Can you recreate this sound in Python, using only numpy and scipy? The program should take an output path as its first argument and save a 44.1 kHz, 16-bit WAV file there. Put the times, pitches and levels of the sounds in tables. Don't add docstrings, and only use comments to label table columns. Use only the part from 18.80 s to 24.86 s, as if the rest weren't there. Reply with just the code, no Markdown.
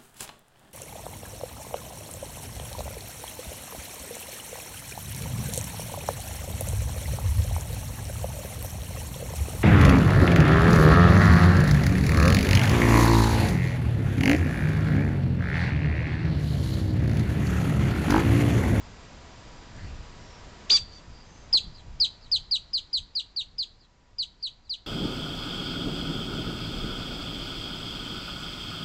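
import sys
import numpy as np
from scipy import signal
from scipy.fft import rfft, irfft, next_fast_len
from scipy.io import wavfile
from scipy.ndimage import uniform_filter1d, minimum_filter1d, map_coordinates

SR = 44100
rng = np.random.default_rng(int(sys.argv[2]) if len(sys.argv) > 2 else 0)


def transcribe(signal):
    frames = np.atleast_2d(signal).T
    limited = np.clip(frames, -1, 1)
    pcm = np.round(limited * 32767).astype(np.int16)
    wavfile.write(sys.argv[1], SR, pcm)


N = 267334
TIME_S = np.arange(N) / SR
SHARP_START_S, SHARP_HOLD_S = 1.893, .071

# f/Hz, level/dB
BEAK_RESPONSE = [(1000, -2.5), (2200, -9.5), (3000, 0.5), (5000, -4), (6200, 5.5), (7600, 4.5)]

def grackle(aside_db=-5):
    voice = filtered(sharp_call() + whistles(), lambda hz: amp(along(BEAK_RESPONSE, hz)))
    out = filtered(voice, lambda hz: amp(along([(5200, .025), (6500, aside_db)], hz)))
    starts_s = np.array([SHARP_START_S] + [row[0] for row in WHISTLE_NOTES]) - .02
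    for start_s in starts_s:
        call = voice[round(start_s * SR):][:SR // 7]
        add(out, start_s, field_scatter(call))
    return out


# multiple of pitch/4, level/dB
BUZZ_PARTIALS = [(1, -17.5), (2, -8), (3, -1.5), (5, -7), (6, -16), (7, -16)]

def sharp_call(release_s=.024, rasp_db=-9, flutter=1.9, jitter=.059):
    t = np.arange(int((SHARP_HOLD_S + release_s) * SR)) / SR
    hz, level_db, buzz, rough = sharp_gesture(t)
    slack = np.clip((3200 - hz) / 1100, 0, 1)
    jittered_hz = hz * (1 + jitter * rough * wobble(1500)[:len(t)])
    tone, phase = syrinx(jittered_hz, second_db=-27 + 29 * slack, third_db=-40 + 39 * slack)
    for multiple, partial_db in BUZZ_PARTIALS:
        waver = 1 + flutter * rough * wobble(600, SR // 4)[:len(t)]
        partial = np.sin(phase * multiple / 4 + rng.uniform(0, 2 * np.pi))
        tone += buzz * amp(partial_db) * waver * partial
    rasp = amp(rasp_db) * rough * wobble(6000, SR // 4)[:len(t)] * np.sin(phase)
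    out = np.zeros(N)
    add(out, SHARP_START_S, amp(level_db) * (tone + rasp))
    return out


def sharp_gesture(t, start_hz=1650, held_hz=4820, catch_hz=480, lock_hz=4630, held_db=-7):
    lock_s, lock_width_s = .058, .012
    fall_hz_per_s, fall_db_per_s, breakup_s = 75000, 1200, .009
    climb = rise(t, centre_s=.0102, width_s=.0021)
    catch = bell(t, centre_s=.029, width_s=.003)
    lock = np.exp(-((t - lock_s) / lock_width_s) ** 4)
    released_s = since(t, SHARP_HOLD_S)
    breakup = np.clip(released_s / breakup_s, 0, 1)
    plateau_hz = held_hz + (lock_hz - held_hz) * lock - catch_hz * catch
    hz = start_hz + (plateau_hz - start_hz) * climb - fall_hz_per_s * released_s
    level_db = held_db + 22 * np.log10(climb + 1e-9) - fall_db_per_s * released_s
    deepening = lock * rise(t, lock_s, lock_width_s / 2)
    buzz = .13 * climb ** 2 + .23 * deepening + .27 * breakup
    rough = .32 * climb * (1 - lock) + .05 * lock + .38 * breakup
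    return np.maximum(hz, start_hz), level_db, buzz, rough


# t/s, level/dB, top f/Hz
WHISTLE_NOTES = [(2.728, -3, 5048), (3.2007, -4, 5038), (3.5156, -4, 5040), (3.711, -4, 4908),
                 (3.9326, -5, 5046), (4.13, -4, 4930), (4.352, -5, 4960), (4.5622, -6, 4790),
                 (4.7824, -4.5, 5072), (5.384, -4.5, 4960), (5.626, -7, 4886), (5.895, -6.4, 4940)]
# f/Hz, relative level/dB
AIR_SPECTRUM = [(1500, -22.5), (3000, -3.5), (5500, -3.5), (7200, -9), (8200, -10)]

def whistles(second_db=-25.5, third_db=-32, slack_db=9, air_db=-39, taut_hz=4100, loose_hz=3150):
    out = np.zeros(N)
    air = noise(AIR_SPECTRUM)
    mean_db = np.mean([row[1] for row in WHISTLE_NOTES])
    t = np.arange(-.007, .08, 1 / SR)
    for start_s, level_db, top_hz in WHISTLE_NOTES:
        late, deep = rng.standard_normal(2)
        hz, gain = whistle_gesture(t, top_hz, break_s=.051 + .0008 * late, flourish=1 + .12 * deep)
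        slack = np.clip((taut_hz - hz) / (taut_hz - loose_hz), 0, 1)
        jitter = (.004 + .02 * slack) * wobble(900, len(t))
        drift = .025 * slack * wobble(90, len(t))
        rich_db = slack_db * slack + .9 * (level_db - mean_db)
        tone, _ = syrinx(hz * (1 + jitter + drift), second_db + rich_db, third_db + rich_db)
        hiss = amp(air_db + rich_db) * air[round(start_s * SR):][:len(t)]
        add(out, start_s + t[0], amp(level_db) * gain * (tone + hiss))
    return out


def whistle_gesture(t, top_hz, break_s, flourish):
    slack_hz, dip_hz, flick_hz = 2080, 758, 455
    leap_s, top_hold_s, slide_s, drop_s = .0015, .0055, .037, .0055
    lead_in_db, lead_in_s, swell_db, swell_s = -22.5, .004, 7.5, .013
    fade_db_per_s, sag_db_per_hz = 183.5, .008
    slide_hz = top_hz * (.65 + .35 * np.exp(-since(t, top_hold_s) / slide_s))
    dip = bell(t, break_s, width_s=.0036)
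    flick = bell(t, break_s + .0052, width_s=.0022)
    turn_hz = flourish * (flick_hz * flick - dip_hz * dip)
    before_s = np.minimum(t, 0)
    tension = np.exp(before_s / leap_s - since(t, break_s + .007) / drop_s)
    hz = slack_hz + (slide_hz + turn_hz - slack_hz) * tension

    opened = 1 - bell(since(t, 0), 0, width_s=.001)
    attack = opened + (1 - opened) * amp(lead_in_db) * np.exp(before_s / lead_in_s)
    release = bell(since(t, break_s), 0, width_s=.0125)
    body_db = swell_db * (np.clip(t / swell_s, 0, 1) - 1) - fade_db_per_s * since(t, swell_s)
    sag_db = sag_db_per_hz * np.maximum(slide_hz - hz, 0) * (t > swell_s)
    return hz, attack * amp(body_db - sag_db) * release


def syrinx(hz, second_db, third_db):
    phase = 2 * np.pi * np.cumsum(hz) / SR
    tone = np.sin(phase) + amp(second_db) * np.sin(2 * phase) + amp(third_db) * np.sin(3 * phase)
    return tone, phase


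# f/Hz, T60/s
TREE_DECAY = [(1000, .3), (3000, 0.37), (4600, 0.43), (6500, 0.083), (9000, 0.42)]

def field_scatter(call, ground_db=-11, ground_t60_s=.13, trees_db=-24, echo_db=-33, echo_s=.22):
    hz, frame_s, spectrum = signal.stft(rng.standard_normal(SR // 2), SR, nperseg=256)
    decay = amp(-60 * frame_s / along(TREE_DECAY, hz)[:, None])
    _, trees = signal.istft(spectrum * decay, SR, nperseg=256)
    t = np.arange(len(trees)) / SR
    trees *= np.clip((t - .008) / .038, 0, 1)
    ground = rng.standard_normal(len(t)) * amp(-60 * t / ground_t60_s) * (t > .005)
    echo = rng.standard_normal(len(t)) * np.exp(-np.abs(t - echo_s) / .012)
    paths = [(ground_db, ground), (trees_db, trees), (echo_db, echo)]
    response = sum(amp(db) * path / np.linalg.norm(path) for db, path in paths)
    return signal.fftconvolve(call, response)


# centre t/s, f/Hz, length/s, level/dB
FAR_CALLS = [(0.238, 2550, 0.19, -64), (1.02, 1840, .17, -54), (1.05, 4500, .16, -60),
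             (1.1, 2600, .16, -58.5), (1.519, 5500, .28, -60.5), (2.38, 4800, 0.21, -55),
             (2.57, 6220, 0.29, -58.5)]

def far_birds(blur_hz=600):
    out = np.zeros(N)
    for centre_s, hz, length_s, level_db in FAR_CALLS:
        t = np.arange(int(length_s * SR)) / SR
        phase = 2 * np.pi * hz * t
        band = wobble(blur_hz, len(t)) * np.sin(phase) + wobble(blur_hz, len(t)) * np.cos(phase)
        add(out, centre_s - length_s / 2, amp(level_db) * np.sin(np.pi * t / length_s) * band)
    return out


# t/s, level/dB
GRASS_TICKS = [(.33, -46), (.811, -57), (.965, -46), (1.352, -48)]

def grass_ticks(t60_s=.021):
    out = np.zeros(N)
    t = np.arange(SR // 50) / SR
    for start_s, level_db in GRASS_TICKS:
        burst = np.diff(rng.standard_normal(len(t) + 1))
        add(out, start_s, amp(level_db - 60 * t / t60_s) * burst)
    return out


# f/Hz, relative level/dB
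RUMBLE_SPECTRUM = [(12, -30.5), (20, 6), (43, 1.5), (76, -2.5), (209, -17), (239, -19.5), (350, -25),
                   (460, -47.5), (770, -120)]
# f/Hz, relative level/dB
EDDY_SPECTRUM = [(20, 0), (80, 0), (140, -9), (220, -20), (500, -50), (1000, -120)]

def breeze(rumble_trim_db=-1, thump_trim_db=-2):
    wind_db = wind_level_db()
    rumble = amp(wind_db + rumble_trim_db + wobble(5.4)) * noise(RUMBLE_SPECTRUM)
    excess = np.clip(2 * (wind_db - wind_db.mean()) / np.ptp(wind_db), 0, 1)
    thumps = amp(wind_db + thump_trim_db) * excess * noise(EDDY_SPECTRUM)
    return rumble + thumps


# peak t/s, level/dB, half-width/s
WIND_GUSTS = [(.02, -45.5, .06), (1.05, -38, .11), (1.21, -41, 0.092), (1.64, -48.5, .05),
              (2, -39.5, 0.092), (2.31, -40, .05), (2.87, -36, 0.056), (3.12, -38.5, .17),
              (3.591, -41.5, .06), (4.22, -38, .06), (4.77, -41, .1), (5.9, -42, .08)]

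def wind_level_db(calm_db=-50.5, fresh_db=-43.4):
    steady_db = calm_db + (fresh_db - calm_db) * rise(TIME_S, centre_s=2.45, width_s=.3)
    gusts = [amp(db) * bell(TIME_S, peak_s, width_s) for peak_s, db, width_s in WIND_GUSTS]
    return 10 * np.log10(amp(steady_db) ** 2 + sum(gust ** 2 for gust in gusts))


# f/Hz, relative level/dB
RUSH_SPECTRUM = [(20, 0), (100, 4), (200, 0.5), (350, -4.5), (700, -5.5), (1200, -8.5), (2000, -12),
                 (3200, -14.5), (5000, -16), (6500, -19.5), (7600, -18), (8200, -41.5), (9000, -54)]

def distant_rush(rms_db=-48.5):
    return amp(rms_db) * noise(RUSH_SPECTRUM)


# f/Hz, rms level/dB
HUM_PARTIALS = [(968, -64.5), (1934, -71.5), (4834, -70)]

def machine_hum(waver_db=1.6, waver_hz=4):
    out = np.zeros(N)
    for hz, rms_db in HUM_PARTIALS:
        gain = np.sqrt(2) * amp(rms_db + waver_db * wobble(3))
        phase = 2 * np.pi * np.cumsum(hz + waver_hz * wobble(18)) / SR
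        out += gain * np.sin(phase)
    return out


def gain_control(x, threshold_db=-32, grip=35, exponent=1.157, recovery_s=6, ceiling_db=-13):
    envelope = np.abs(signal.hilbert(x, next_fast_len(N))[:N])
    excess = np.clip(envelope - amp(threshold_db), 0, amp(ceiling_db))
    charge = signal.lfilter([1 / SR], [1, -np.exp(-1 / (recovery_s * SR))], excess)
    gain = (1 + grip * charge) ** -exponent
    needed = np.minimum(1, amp(ceiling_db) / (gain * uniform_filter1d(envelope, size=40) + 1e-9))
    limit = uniform_filter1d(minimum_filter1d(needed, size=40), size=40)
    crackle = amp(-27) * (1 - limit) * noise([(100, 2.5), (500, 1.5), (2000, -2.5), (8000, -25)])
    return x * gain * limit + crackle


# f/Hz, level/dB
OUTPUT_RESPONSE = [(7000, 0), (8000, -3), (8600, -20), (9100, -26.5)]

def converter(x, rate_hz=16000, top_hz=9150):
    band = filtered(x, lambda hz: np.clip((rate_hz / 2 + 200 - hz) / 400, 0, 1))
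    mirrored = band * (1 + 2 * np.cos(2 * np.pi * rate_hz * TIME_S))
    return filtered(
        mirrored, lambda hz: amp(along(OUTPUT_RESPONSE, hz)) * np.clip((top_hz - hz) / 200, 0, 1))


def amp(db):
    return 10 ** (np.asarray(db) / 20)


def along(points, hz):
    knots_hz, values = np.transpose(points)
    return np.interp(np.log(hz + 1), np.log(knots_hz), values)


def wobble(rate_hz, size=N):
    knots = rng.standard_normal(int(size * rate_hz / SR) + 4)
    return map_coordinates(knots, [np.arange(size) * rate_hz / SR])


def filtered(x, response):
    size = next_fast_len(N + SR // 2)
    return irfft(rfft(x, size) * response(np.fft.rfftfreq(size, 1 / SR)), size)[:N]


def noise(spectrum):
    x = filtered(rng.standard_normal(N), lambda hz: amp(along(spectrum, hz)))
    return x / np.sqrt(np.mean(x ** 2) + 1e-20)


def add(track, start_s, sound):
    part = track[max(0, round(start_s * SR)):][:len(sound)]
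    part += sound[:len(part)]


def bell(t, centre_s, width_s):
    return np.exp(-((t - centre_s) / width_s) ** 2)


def rise(t, centre_s, width_s):
    return .5 + .5 * np.tanh(.5 * (t - centre_s) / width_s)


def since(t, start_s):
    return np.maximum(t - start_s, 0)


def scene():
    return (grackle() + far_birds() + grass_ticks() + distant_rush() + machine_hum() + breeze())[None]


def record(dry):
    return converter(gain_control(dry[0]))[None]


dry = scene()
out = record(dry)
transcribe(out)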